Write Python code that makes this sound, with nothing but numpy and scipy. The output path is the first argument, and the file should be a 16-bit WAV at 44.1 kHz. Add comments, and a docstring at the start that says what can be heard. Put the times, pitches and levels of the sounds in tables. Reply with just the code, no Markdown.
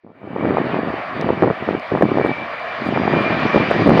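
"""A jet airliner's roar swells across an airfield on final approach, its fan whine wavering with the throttle.
Gusts break on the microphone as runs of short, dull thumps; the hand-held camera rustles and ticks.
The roar is shaped noise with a ground echo, and the whine is tones scattered by turbulence.
The wind is random eddies over a churn of noise, with single swings of pressure for the hardest blows.
Ticks and cracks are filtered snaps, rustles are grainy noise, and faint electronics hiss and whistle."""
import sys
import numpy as np
from scipy import signal
from scipy.fft import rfft, irfft
from scipy.io import wavfile
from scipy.ndimage import uniform_filter1d

SR = 44100
rng = np.random.default_rng(int(sys.argv[2]) if len(sys.argv) > 2 else 0)


def store_pcm(level_fs):
    """Save levels as 16-bit WAV."""
    pcm = np.round(np.clip(level_fs, -1, 1) * 32767).astype(np.int16)
    wavfile.write(sys.argv[1], SR, np.atleast_2d(pcm).T)


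N = 176400
T = np.arange(N) / SR  # time [s]
HZ = np.maximum(np.arange(N // 2 + 1) * SR / N, 1)  # pitch of each spectrum bin, kept above zero


def from_db(db):
    """Decibels to gain."""
    return 10 ** (np.asarray(db) / 20)


def rms_one(x):
    """Scale to rms 1."""
    return x / np.sqrt(np.mean(x ** 2) + 1e-20)


def in_time(rows, outside=None):
    """Join (time [s], value) rows by straight lines."""
    s, value = np.transpose(rows)
    return np.interp(T, s, value, outside, outside)


def coloured(x, spectrum):
    """Filter by (frequency [Hz], level [dB]) points, joined over log frequency."""
    hz, db = np.transpose(spectrum)
    gain = from_db(np.interp(np.log(HZ), np.log(hz), db))
    return irfft(rfft(x) * gain, N)


def noise():
    """White noise with spread 1."""
    return rng.standard_normal(N)


def drift(rate):
    """Slow random wander with rms 1; it thins out above rate [Hz]."""
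    slow = rfft(noise()) / (1 + (HZ / rate) ** 2) ** 2
    return rms_one(irfft(slow * (HZ > 1), N))


def band(x, low_hz, high_hz):
    """Causal band-pass."""
    sos = signal.butter(2, [low_hz, high_hz], "band", fs=SR, output="sos")
    return signal.sosfilt(sos, x)


# level of the jet roar, with the opening fade-in: (time [s], level [dB])
ROAR_LEVEL = [(0, -46), (.17, -22), (.3, -8), (.5, 3.5), (1.0, 2.5), (1.85, -2), (2.3, 0), (2.7, 1.5),
              (3.0, 4), (3.5, 7.5), (4, 1.5)]
# colour of engine and airframe roar before its level is set: (frequency [Hz], level per Hz [dB])
ROAR = [(30, -88), (130, -73.5), (260, -70), (400, -71.5), (640, -57), (900, -62), (1150, -60), (1500, -64),
        (1850, -62), (2120, -65), (2400, -66.5), (2650, -70.5), (3000, -73), (4700, -85.5), (5600, -95),
        (7500, -113), (16000, -145)]
# treble loss from the air and the opening fade-in, full from 5 kHz up; negative brightens: (time [s], loss [dB])
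TREBLE_LOSS = [(0, -8), (.2, 11), (.45, 11), (2.0, 0.5), (2.7, 2), (3.5, -1.5), (4, -8.5)]
GROUND_ECHO, ECHO_START_S, ECHO_END_S = 0.11, 0.001683, 0.00169  # share and lag of the ground reflection
SHIMMER_DB, SHIMMER_PER_S = 1.5, 14  # flicker of each band
SWELL_DB, SWELL_PER_S = .7, 10  # waver of the whole roar


def roar():
    """Broad jet noise that fades in, its treble dulled, each band flickering, combed by its ground reflection."""
    spectrum = rfft(coloured(noise(), ROAR)) * np.sqrt(SR / 2)
    edges = np.geomspace(20, 20000, 31)
    treble_loss_db = in_time(TREBLE_LOSS)
    direct = np.zeros(N)
    for low, high in zip(edges, edges[1:]):
        slice_of_roar = irfft(spectrum * (HZ >= low) * (HZ < high), N)
        loss_db = treble_loss_db * min(low / 5000, 1)
        direct += slice_of_roar * from_db(SHIMMER_DB * drift(SHIMMER_PER_S) - loss_db)
    lag = np.linspace(ECHO_START_S, ECHO_END_S, N)
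    echo = GROUND_ECHO * np.interp(T - lag, T, direct)
    level_db = in_time(ROAR_LEVEL) + SWELL_DB * drift(SWELL_PER_S)
    return (direct + echo) * from_db(level_db)


# four gusts on the microphone, each a list of (time [s], level [dB])
GUSTS = [
    [(.035, -44), (.19, -57), (.215, -41.5), (.3, -37.5), (.45, -24), (.6, -24), (.71, -31.5), (.75, -24.5),
     (.97, -32.5), (1.01, -44)],
    [(1.06, -52.5), (1.19, -27.5), (1.3, -24.5), (1.4, -33.5), (1.425, -20), (1.52, -27), (1.55, -50),
     (1.595, -48), (1.626, -28.5), (1.66, -41.5), (1.69, -22.5), (1.755, -29.5), (1.81, -43)],
    [(1.9, -52), (1.92, -23.5), (1.96, -21.5), (1.995, -32.5), (2.03, -19.5), (2.11, -29.5), (2.175, -21.5),
     (2.23, -29.5), (2.315, -26.5), (2.34, -48), (2.42, -35.5), (2.52, -58)],
    [(2.76, -57), (2.81, -35), (2.88, -26.5), (3.1, -24.5), (3.16, -21.5), (3.26, -29), (3.32, -25),
     (3.42, -31), (3.456, -21.5), (3.52, -36.5), (3.56, -15), (3.65, -30), (3.8, -21.5), (3.89, -13.5),
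     (4, -20.5)],
]
# colour of the buffeting: (frequency [Hz], relative level per Hz [dB])
BUFFET = [(20, -31.5), (45, -27.5), (80, -9.5), (125, -2.5), (220, 1.5), (380, -0.5), (650, -11),
          (950, -38), (1400, -30), (2200, -40.5), (4000, -61.5)]
EDDIES_PER_S, EDDY_SPREAD_DB = 150, 1  # mean rate of the eddies and scatter in their size
EDDY_DB, CHURN_DB = 4.5, -2  # levels relative to the gust
EDGE_HZ = 766
STRONG_DB, EDGE_DB, EDGE_GROWTH = -20, -6, 1.01  # a strong gust; edge relative to it; edge dB per gust dB


def wind():
    """Eddies strike the microphone at random over a steady churn, with a harder edge that grows with the gust."""
    gust_db = np.max([in_time(gust, outside=-120) for gust in GUSTS], axis=0)
    born = rng.random(N) < EDDIES_PER_S / SR
    size_db = EDDY_SPREAD_DB * np.clip(noise(), -2, 2)
    hits = born * from_db(size_db) * rng.choice([-1, 1], N)
    # crowded moments are evened out with sparse ones
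    crowding = uniform_filter1d(hits ** 2, size=1700)
    hits = hits / np.sqrt(np.abs(crowding) + 1e-4)

    eddies = from_db(EDDY_DB) * rms_one(coloured(band(hits, 60, 2500), BUFFET))
    churn = from_db(CHURN_DB) * rms_one(coloured(noise(), BUFFET))

    edge = hits * rng.random(N)
    for _ in range(2):  # twice for steeper sides
        edge = band(edge, EDGE_HZ / 2, EDGE_HZ * 1.61)
    edge_db = STRONG_DB + EDGE_DB + EDGE_GROWTH * (gust_db - STRONG_DB)
    return (eddies + churn) * from_db(gust_db) + rms_one(edge) * from_db(edge_db)


def tone(hz, width_hz, scatter):
    """A partial, partly steady and partly scattered by turbulence."""
    carrier = np.exp(2j * np.pi * np.cumsum(hz) / SR)
    turbulence = drift(2 * width_hz) + 1j * drift(2 * width_hz)
    return rms_one(np.real(carrier * (1 + scatter * turbulence)))


# blade-passing pitch of the faster fan: (time [s], frequency [Hz])
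FAN = [(.3, 2312), (.75, 2293), (1.3, 2305), (1.8, 2298), (2.3, 2318), (2.7, 2351), (3.05, 2386),
       (3.42, 2386), (3.8, 2352)]
# level of the fan whine: (time [s], level [dB])
WHINE = [(0, -82), (.38, -48.5), (1.0, -48.5), (2.1, -46.5), (2.3, -31.5), (2.55, -42.5), (3.0, -42),
         (3.17, -32.5), (3.55, -34), (3.75, -38.5), (4, -37)]
# level of the fan's octave: (time [s], level [dB])
OVERTONE = [(0, -99), (.5, -65), (.8, -58.5), (1.5, -65), (2.5, -62.5), (3.15, -50), (3.4, -61),
            (3.65, -51)]
# turbine whistles at their loudest moment: (frequency [Hz], level [dB])
TURBINE = [(6580, -75), (7120, -79.5)]
TURBINE_NEAR_S, TURBINE_SPAN_S, TURBINE_SAG_HZ_PER_S = 3.1, 0.53, 47  # loudest moment, spread, fall in pitch
SECOND_FAN_HZ = 2240  # the other engine holds a lower, steady speed
SECOND_FAN_DB, SKIRT_DB = -9.5, -3.5  # relative to the fan tone; the skirt is noise around it


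def whine():
    """Two fans, the faster in a skirt of noise and with its octave, and faint turbine whistles."""
    pitch = in_time(FAN) + 3 * drift(18)
    fan = tone(pitch, width_hz=9.1, scatter=0.73)
    skirt = from_db(SKIRT_DB) * tone(pitch, width_hz=24, scatter=2)
    second = from_db(SECOND_FAN_DB) * tone(np.full(N, SECOND_FAN_HZ), width_hz=35, scatter=2)
    octave = from_db(in_time(OVERTONE)) * tone(2 * pitch, width_hz=22, scatter=1)

    from_near = T - TURBINE_NEAR_S
    turbine = np.zeros(N)
    for hz, db in TURBINE:
        sagging_hz = hz - TURBINE_SAG_HZ_PER_S * from_near
        turbine += from_db(db) * tone(sagging_hz, width_hz=18, scatter=1.2)
    turbine *= np.exp(-(from_near / TURBINE_SPAN_S) ** 2)
    return (fan + skirt + second) * from_db(in_time(WHINE)) + octave + turbine


def swing(cycles):
    """One quick swing of pressure, down and up."""
    return np.sin(2 * np.pi * cycles) / np.cosh(np.clip(cycles * 3.62, -20, 20))


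# the hardest single thumps of wind: (time [s], relative level [dB], frequency [Hz])
THUMPS = [(0.363, -11, 450), (0.454, -8.5, 500), (.509, -8.5, 360), (.571, -5.5, 760), (.584, -5, 510),
          (0.744, -8.5, 640), (1.29, -7, 530), (1.305, -6.5, 420), (1.424, -5, 530), (1.43, -7, 377),
          (1.435, -3, 780), (1.443, -5, 460), (1.47, -13, 480), (1.477, -9, 420), (1.502, -6.5, 710),
          (1.511, -6.5, 450), (1.69, -5, 444), (1.751, -9.5, 363), (1.918, -11.5, 543), (1.951, -6.5, 484),
          (1.974, -8, 850), (2.011, -1, 450), (2.025, 4, 520), (2.033, -3.5, 300), (2.118, -8.5, 360),
          (2.174, -5, 450), (2.185, -3.5, 620), (2.199, -8, 380), (2.213, -8, 420), (2.249, -5, 367),
          (2.262, -8, 540), (2.294, -8.5, 400), (2.963, -8.5, 460), (2.975, -2.5, 815), (3.078, -2.5, 805),
          (3.137, -7, 410), (3.307, -8, 397), (3.547, -1, 440), (3.56, -2, 445), (3.576, -14, 450),
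          (3.713, -1.5, 545), (3.877, 0.5, 375), (3.895, 2, 620), (3.906, -1, 720), (3.975, -3, 530),
          (3.996, 5.5, 587)]
THUMP_DB = 4  # added to every thump
THUMP_EDGE_HZ, THUMP_EDGE_DB = 910, -6.5  # middle pitch of the edge; its level relative to the thump


def thumps():
    """A big eddy is one swing of pressure at its own pitch, with a smaller, mostly faster one riding on it."""
    out = np.zeros(N)
    for s, db, hz in THUMPS:
        edge_size, shift = rng.standard_normal(2)
        near = np.abs(T - s) < .02
        t = T[near] - s
        edge_hz = THUMP_EDGE_HZ * np.exp(0.19 * edge_size)
        edge = from_db(THUMP_EDGE_DB) * swing((t + .001 * shift) * edge_hz)
        out[near] += from_db(db + THUMP_DB) * (swing(t * hz) + edge)
    return out


PORT_TOP, PORT_HZ = .85, 2240  # pressure at which the port overloads; low-pass corner


def port(pressure):
    """The microphone port overloads on the hardest blows, which gives them a dull crackle."""
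    bent = pressure / (1 + (pressure / PORT_TOP) ** 4) ** (1 / 4)
    return signal.sosfilt(signal.butter(4, PORT_HZ, fs=SR, output="sos"), bent)


def snaps(rows, low_hz, high_hz, decay_s):
    """One dry snap with a short scratchy tail for each (time [s], peak level [dB]) row."""
    out = np.zeros(N)
    for s, db in rows:
        snap = .3 * rng.standard_normal(1024) * np.exp(-T[:1024] / decay_s)
        snap[0] = 2
        snap = band(band(snap, low_hz, high_hz), low_hz, high_hz)
        start = int(s * SR)
        out[start:start + len(snap)] += from_db(db) * snap / np.abs(snap).max()
    return out


# small ticks of the camera body: (time [s], peak level of the ring [dB])
TICKS = [(1.212, -26), (1.797, -36), (2.596, -40), (3.402, -35)]
TICK_HZ, TICK_DECAY_S, TICK_SNAP_DB = 4900, .0016, -13  # ring pitch and decay; snap relative to ring
SNAP_TOP_HZ, SNAP_DECAY_S = 11900, .0003  # shared by the tick snaps and the cracks


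def ticks():
    """The camera body gives thin ticks, each a bright snap and a brief ring."""
    ring = snaps(TICKS, TICK_HZ / 1.46, TICK_HZ * 1.2, TICK_DECAY_S)
    snap = snaps(TICKS, TICK_HZ, SNAP_TOP_HZ, SNAP_DECAY_S)
    return ring + from_db(TICK_SNAP_DB) * snap


# fingers brush the camera: (time [s], rms level at the height [dB], half length [s])
RUSTLES = [(1.98, -68, 0.016), (2.268, -61.5, .014), (2.874, -62.5, 0.019), (3.222, -62, 0.018),
           (3.88, -69, 0.018)]
# colour of the brushing: (frequency [Hz], relative level per Hz [dB])
RUSTLE = [(3000, -21.5), (6500, -3.5), (10000, -1), (13000, -8), (16000, -14)]


def rustles():
    """Fingers brushing the camera make soft swells of grainy noise."""
    touch = np.zeros(N)
    for s, db, half_s in RUSTLES:
        touch += from_db(db) * np.exp(-.5 * ((T - s) / half_s) ** 2)
    grain = noise() * from_db(3 * drift(400))
    return touch * rms_one(coloured(grain, RUSTLE))


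# thin cracks of overload on some of the hard thumps: (time [s], peak level [dB])
CRACKS = [(2.025, -30), (3.559, -42), (3.712, -27.5), (3.876, -29), (3.895, -29.5), (3.975, -34)]


def cracks():
    """Thin, bright cracks of overload at listed moments, on some of the hard thumps."""
    return snaps(CRACKS, 2500, SNAP_TOP_HZ, SNAP_DECAY_S)


def scene():
    """The distant jet, and wind and fingers right at the microphone."""
    jet = roar() + whine()
    buffeting = port(wind() + thumps())
    handling = ticks() + rustles()
    return (jet + buffeting + handling + cracks())[None]


# colour of the even electronic hiss: (frequency [Hz], relative level per Hz [dB])
HISS = [(2000, -0.5), (9000, -2.5), (16000, -9.5)]
HISS_DB = -71  # rms once faded in
WHISTLE_HZ, WHISTLE_DB = 15719, -86  # thin whistle of the electronics; rms once faded in
FADE_IN_S = 0.47  # hiss and whistle fade in
CUTOFF_HZ = 15900


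def record(dry):
    """Deep bass drops away; electronics hiss and whistle faintly; peaks are rounded at full scale; the top is cut."""
    x = signal.sosfilt(signal.butter(3, 42, "high", fs=SR, output="sos"), dry)
    hiss = from_db(HISS_DB) * rms_one(coloured(noise(), HISS))
    whistle = np.sqrt(2) * from_db(WHISTLE_DB) * np.sin(2 * np.pi * WHISTLE_HZ * T)
    x = x + (hiss + whistle) * np.minimum(T / FADE_IN_S, 1) ** 2
    limited = x / (1 + x ** 8) ** (1 / 8)
    return signal.sosfilt(signal.ellip(10, .1, 80, CUTOFF_HZ, fs=SR, output="sos"), limited)


dry = scene()
out = record(dry)
store_pcm(out)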